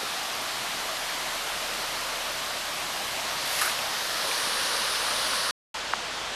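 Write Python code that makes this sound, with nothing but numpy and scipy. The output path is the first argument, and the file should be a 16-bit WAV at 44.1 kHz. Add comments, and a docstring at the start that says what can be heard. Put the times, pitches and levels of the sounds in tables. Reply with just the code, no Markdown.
"""A wooded creek valley, where a waterfall rushes before a hand-held camera with one microphone.
The rush is noise shaped over frequency and time; the cupping hand adds moving resonances to it.
A finger rub is unevenly modulated noise, and knocks are short tone bursts that fall in pitch.
After a short silence the fall is heard, duller, from a second, farther spot.
A faint low drone, a sum of sines, lies under both."""
import sys
import numpy as np
from scipy import signal
from scipy.io import wavfile
from scipy.ndimage import uniform_filter1d

SR = 44100
rng = np.random.default_rng(int(sys.argv[2]) if len(sys.argv) > 2 else 0)


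def waveform_to_disk(signal):
    """Save audio, clipped to [-1, 1], as 16-bit WAV at the path in sys.argv[1]."""
    frames = np.transpose(np.atleast_2d(signal))
    scaled = np.clip(frames, -1, 1) * 32767
    samples = np.round(scaled).astype(np.int16)
    wavfile.write(sys.argv[1], SR, samples)


N = 280035
SILENCE_START_S, SILENCE_END_S = 5.5098, 5.7422  # between the two spots


def amp(db):
    """Decibel law: amplitude ratio of a level."""
    return 10 ** (np.asarray(db) / 20)


def evened(x):
    """Normalisation to unit root-mean-square."""
    return x / np.sqrt(np.mean(x ** 2) + 1e-20)


def bump(x, centre, width):
    """Gaussian resonance: a bell-shaped lift of height 1."""
    return np.exp(-(2 * (x - centre) / width) ** 2)


def read(points, hz):
    """Logarithmic interpolation: value of a spectrum on a log-frequency axis."""
    f, value = np.transpose(points)
    return np.interp(np.log(hz + 1), np.log(f + 1), value)


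def follow(rows, t):
    """Linear interpolation: every column of a table at the times t."""
    s, *columns = np.transpose(rows)
    return [np.interp(t, s, column) for column in columns]


def noise(field, size):
    """Short-time spectral synthesis: Gaussian noise shaped in dB by field(hz, t), each frame of equal power."""
    hop = size // 4
    hz = np.fft.rfftfreq(size, 1 / SR)[:, None]
    t = np.arange(N // hop + 5) * hop / SR
    gain = amp(field(hz, t) + 0 * t)
    gain = gain / np.sqrt((gain ** 2).mean(0))
    real, imaginary = rng.standard_normal((len(t), size // 2 + 1, 2)).T
    spectra = (real + 1j * imaginary) * gain
    sound = signal.istft(spectra, nperseg=size, noverlap=size - hop)[1]
    return evened(sound[:N])


# low drone: (time [s], fundamental level [dB], shift of all overtones [dB])
DRONE_COURSE = [(0, -66, -9), (1, -59, -10), (2.2, -56.5, -7), (2.6, -63, 3.5), (3.9, -64.5, 5),
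                (4.15, -64, -12), (4.5, -61, -12), (5.1, -56.5, -9), (5.5, -59.5, -17.5), (5.95, -58, -26),
                (6.35, -60, -25)]
# overtones before that shift: (multiple of the fundamental, level relative to it [dB])
DRONE_OVERTONES = [(2, -4.5), (3, -10), (4, -4)]
DRONE_HZ, RISEN_HZ, RISE_FROM_S, RISE_S = 34.1, 48.8, 4.8, .38  # steady pitch, then a climb


def drone():
    """Harmonic superposition: a low sine and its overtones, varying in level and climbing once in pitch."""
    t = np.arange(N) / SR
    level_db, overtones_db = follow(DRONE_COURSE, t)
    climb = np.clip((t - RISE_FROM_S) / RISE_S, 0, 1)
    turns = np.cumsum(DRONE_HZ + (RISEN_HZ - DRONE_HZ) * climb) / SR
    fundamental = np.sin(2 * np.pi * turns)
    upper = sum(amp(db) * np.sin(2 * np.pi * (k * turns + rng.random())) for k, db in DRONE_OVERTONES)
    return amp(level_db) * np.sqrt(2) * (fundamental + amp(overtones_db) * upper)


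# short knocks of the hand on the camera, levels before the envelope and high-pass:
# (time [s], tone peak [dB], start pitch [Hz], end pitch [Hz], length [s], scratch level [dB])
HAND_KNOCKS = [(.03, -30, 700, 250, .008, -45), (3.619, -22, 2000, 1400, .007, -45),
               (3.678, -20, 1700, 1400, .003, -40), (3.7895, -21, 3200, 2200, .003, -31),
               (4.16, -42, 250, 100, .012, -45), (4.313, -23, 2500, 2100, .005, -40),
               (4.47, -39, 300, 150, .01, -45), (5.105, -38, 350, 180, .008, -45),
               (5.332, -21, 1700, 1000, .006, -45), (5.9351, -12, 2250, 560, .0041, -45)]


def knocks():
    """Impact excitation: brief tones fall in pitch as the contact softens, with a scratch of noise."""
    out, grit = np.zeros(N), rng.standard_normal(N)
    for s, db, start_hz, end_hz, length, scratch_db in HAND_KNOCKS:
        count, at = round(length * SR), round(s * SR)
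        turns = np.cumsum(np.geomspace(start_hz, end_hz, count)) / SR
        tone = -amp(db) * np.sin(2 * np.pi * turns)
        scratch = amp(scratch_db) * grit[at:at + count]
        shape = np.interp(np.linspace(0, 1, count), [0, .13, .64, .78, 1], [0, .9, 1, .25, 0])
        # a small shell radiates little below its pitch
        thin = signal.butter(3, min(end_hz, .45 * start_hz), "high", fs=SR)
        padded = np.pad(shape * (tone + scratch), count)
        out[at:at + 2 * count] += signal.filtfilt(*thin, padded)[count:]
    return out


RUB_START_S, RUB_PEAK_S, RUB_LIFT_S = 3.46, 3.625, 3.71  # the finger lands, presses hardest, lifts
RUB_START_DB, RUB_PEAK_DB, RUB_LIFT_DB = -35.5, -28, -31
RUB_RISE_DB_PER_S, RUB_FALL_DB_PER_S = 400, 200
BRIGHT_DB, LIFTED_BRIGHT_DB = 3, -2  # tilt at 10 kHz while pressing and once lifting
CATCH_S, CATCH_DB, CATCH_FADE_S = 3.615, 6, .02  # the skin catches: a brief jump in level
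QUIET_RING_DB, RING_DB, RING_FADE_DB_PER_S = -8, 9, 28.5  # shell ring before and after the catch
# rubbed case: (frequency [Hz], relative spectral level [dB per Hz])
CASE_COLOUR = [(100, -53), (700, -19), (1300, -3.5), (2000, -3), (3500, -9), (5000, -6), (7500, -14),
               (10500, -9.5), (13500, -17)]


def rub_colour(hz, t):
    """Structural resonance: the case colours the rubbing, tilted in the treble, and its shell rings."""
    bright_db = np.interp(t, [RUB_LIFT_S - .03, RUB_LIFT_S + .03], [BRIGHT_DB, LIFTED_BRIGHT_DB])
    fading_ring_db = np.maximum(RING_DB - RING_FADE_DB_PER_S * (t - CATCH_S), 0)
    ring_db = np.where(t < CATCH_S, QUIET_RING_DB, fading_ring_db)
    return read(CASE_COLOUR, hz) + bright_db * hz / 10000 + ring_db * bump(hz, 1200, 700)


def rub():
    """Stick-slip friction: skin slips unevenly over the case as scratchy noise in the case's colour."""
    t = np.arange(N) / SR
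    slips = amp(1.5 * evened(uniform_filter1d(rng.standard_normal(N), size=120)))
    press_db = np.interp(t, [RUB_START_S, RUB_PEAK_S, RUB_LIFT_S], [RUB_START_DB, RUB_PEAK_DB, RUB_LIFT_DB])
    before_db = RUB_RISE_DB_PER_S * np.maximum(RUB_START_S - t, 0)
    after_db = RUB_FALL_DB_PER_S * np.maximum(t - RUB_LIFT_S, 0)
    catch_db = CATCH_DB * (t > CATCH_S) * np.exp(-abs(t - CATCH_S) / CATCH_FADE_S)
    return amp(press_db + catch_db - before_db - after_db) * evened(slips * noise(rub_colour, size=256))


def patches(hz, t, patchy_db=0.65, gurgle_db=1.2, gurgle_hz=900):
    """Random modulation: splashes vary in blobs a few hundred Hz wide, narrower gurgles in the low middle."""
    z, g = rng.standard_normal((len(t), len(hz), 2)).T
    # smoothed over frequency, then over time
    wide = evened(uniform_filter1d(uniform_filter1d(z, size=12, axis=0), size=14, axis=1))
    narrow = evened(uniform_filter1d(uniform_filter1d(g, size=3, axis=0), size=8, axis=1))
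    return patchy_db * wide + gurgle_db * bump(hz, gurgle_hz, 1800) * narrow


# rush dulled by distance: (frequency [Hz], relative spectral level [dB per Hz])
FAR_COLOUR = [(20, -28), (60, -17), (170, -15), (300, -12), (460, -9), (770, -5.5), (1100, -6), (1400, -6),
              (1800, -8.5), (3500, -8.5), (5000, -12), (7500, -19.5), (10000, -25.5), (13600, -35)]


def far_colour(hz, t):
    """Distance attenuation: the farther rush has lost treble."""
    return read(FAR_COLOUR, hz) + patches(hz, t)


# rush at the bare microphone: (frequency [Hz], relative spectral level [dB per Hz])
OPEN_COLOUR = [(20, -20), (60, -15.5), (200, -9), (400, -7.5), (700, -3), (1100, 2), (1600, -2),
               (2300, -3.5), (2900, -3), (4100, -4), (5500, -8), (7400, -11.5), (10000, -13.5),
               (13600, -16.5)]
# still resonances of the fully cupped hand: (centre [Hz], width [Hz], lift [dB])
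CUP_RESONANCES = [(1730, 630, 4), (2910, 250, 2), (5000, 3900, 6.5), (7150, 1400, -2)]
# rush and hand at the near spot, also read by rush():
# (time [s], rush level [dB], cupping [0 open, 1 closed], low resonance [Hz], main resonance [Hz])
NEAR_COURSE = [(0, -31.5, 0.2, 720, 1180), (1.1, -31, 0.05, 660, 1150), (2.2, -31, .15, 610, 1150),
               (2.7, -31.5, .1, 630, 1150), (3.1, -31, 0, 640, 1200), (3.4, -30, .4, 660, 1250),
               (3.8, -29.5, 0.34, 630, 1350), (4.1, -28.5, .75, 600, 1300), (4.3, -27.5, 0.85, 536, 1170),
               (4.6, -27, 1.01, 520, 1140), (4.9, -27.5, 0.96, 540, 1190), (5.3, -27, .95, 563, 1260),
               (5.51, -27.5, 1.01, 577, 1243)]
MAIN_OPEN_DB, MAIN_CUPPED_DB = -1.3, 2.5  # the main resonance grows as the hand closes
TIGHTEN_FROM_S, TIGHTEN_DB_PER_S = 5.31, 19  # the grip tightens and the main resonance swells
AIRY_DB, AIRY_FROM_S, AIRY_RISE_S = 8, 4.08, .35  # a narrow gap in the hand lifts the high treble
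TOP_LIFT_DB, TOP_LIFT_S, TOP_LIFT_WIDTH_S = 2.1, 4.15, .7  # lift at 10 kHz while the hand closes


def near_colour(hz, t):
    """Cavity resonance: the hand near the microphone adds hollow peaks that move with it."""
    _, cup, low_hz, main_hz = follow(NEAR_COURSE, t)
    tighten_db = TIGHTEN_DB_PER_S * np.clip(t - TIGHTEN_FROM_S, 0, 1)
    main_db = MAIN_OPEN_DB + cup * (MAIN_CUPPED_DB - MAIN_OPEN_DB) + tighten_db
    airy_db = AIRY_DB * np.clip((t - AIRY_FROM_S) / AIRY_RISE_S, 0, 1)
    top_db = TOP_LIFT_DB * bump(t, TOP_LIFT_S, TOP_LIFT_WIDTH_S)
    still = cup * sum(db * bump(hz, f, width) for f, width, db in CUP_RESONANCES)
    moving = (4.5 + 2.0 * cup) * bump(hz, low_hz, 230) + main_db * bump(hz, main_hz, 690)
    treble = airy_db * bump(hz, 9830, 2800) + top_db * (hz / 10000) ** 2
    return read(OPEN_COLOUR, hz) + still + moving + treble + patches(hz, t)


FAR_DB = -33  # rush level at the farther spot


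def rush():
    """Incoherent summation: countless splashes merge into a roar, heard from one spot and then the other."""
    t = np.arange(N) / SR
    near = amp(follow(NEAR_COURSE, t)[0]) * noise(near_colour, size=1024)
    far = amp(FAR_DB) * noise(far_colour, size=1024)
    return np.where(t < SILENCE_END_S, near, far)


def scene():
    """Linear superposition: all sources add at one microphone, alike in both channels."""
    mono = drone() + knocks() + rub() + rush()
    return np.array([mono, mono])


def record(dry):
    """Gating and band limitation: an abrupt silence between the two spots, then a steep low-pass."""
    t = np.arange(N) / SR
    cut = dry * ((t < SILENCE_START_S) | (t > SILENCE_END_S))
    low_pass = signal.firwin(401, 13570, window=("kaiser", 9), fs=SR)  # edge in Hz
    return signal.oaconvolve(cut, low_pass[None], "same")


dry = scene()
out = record(dry)
waveform_to_disk(out)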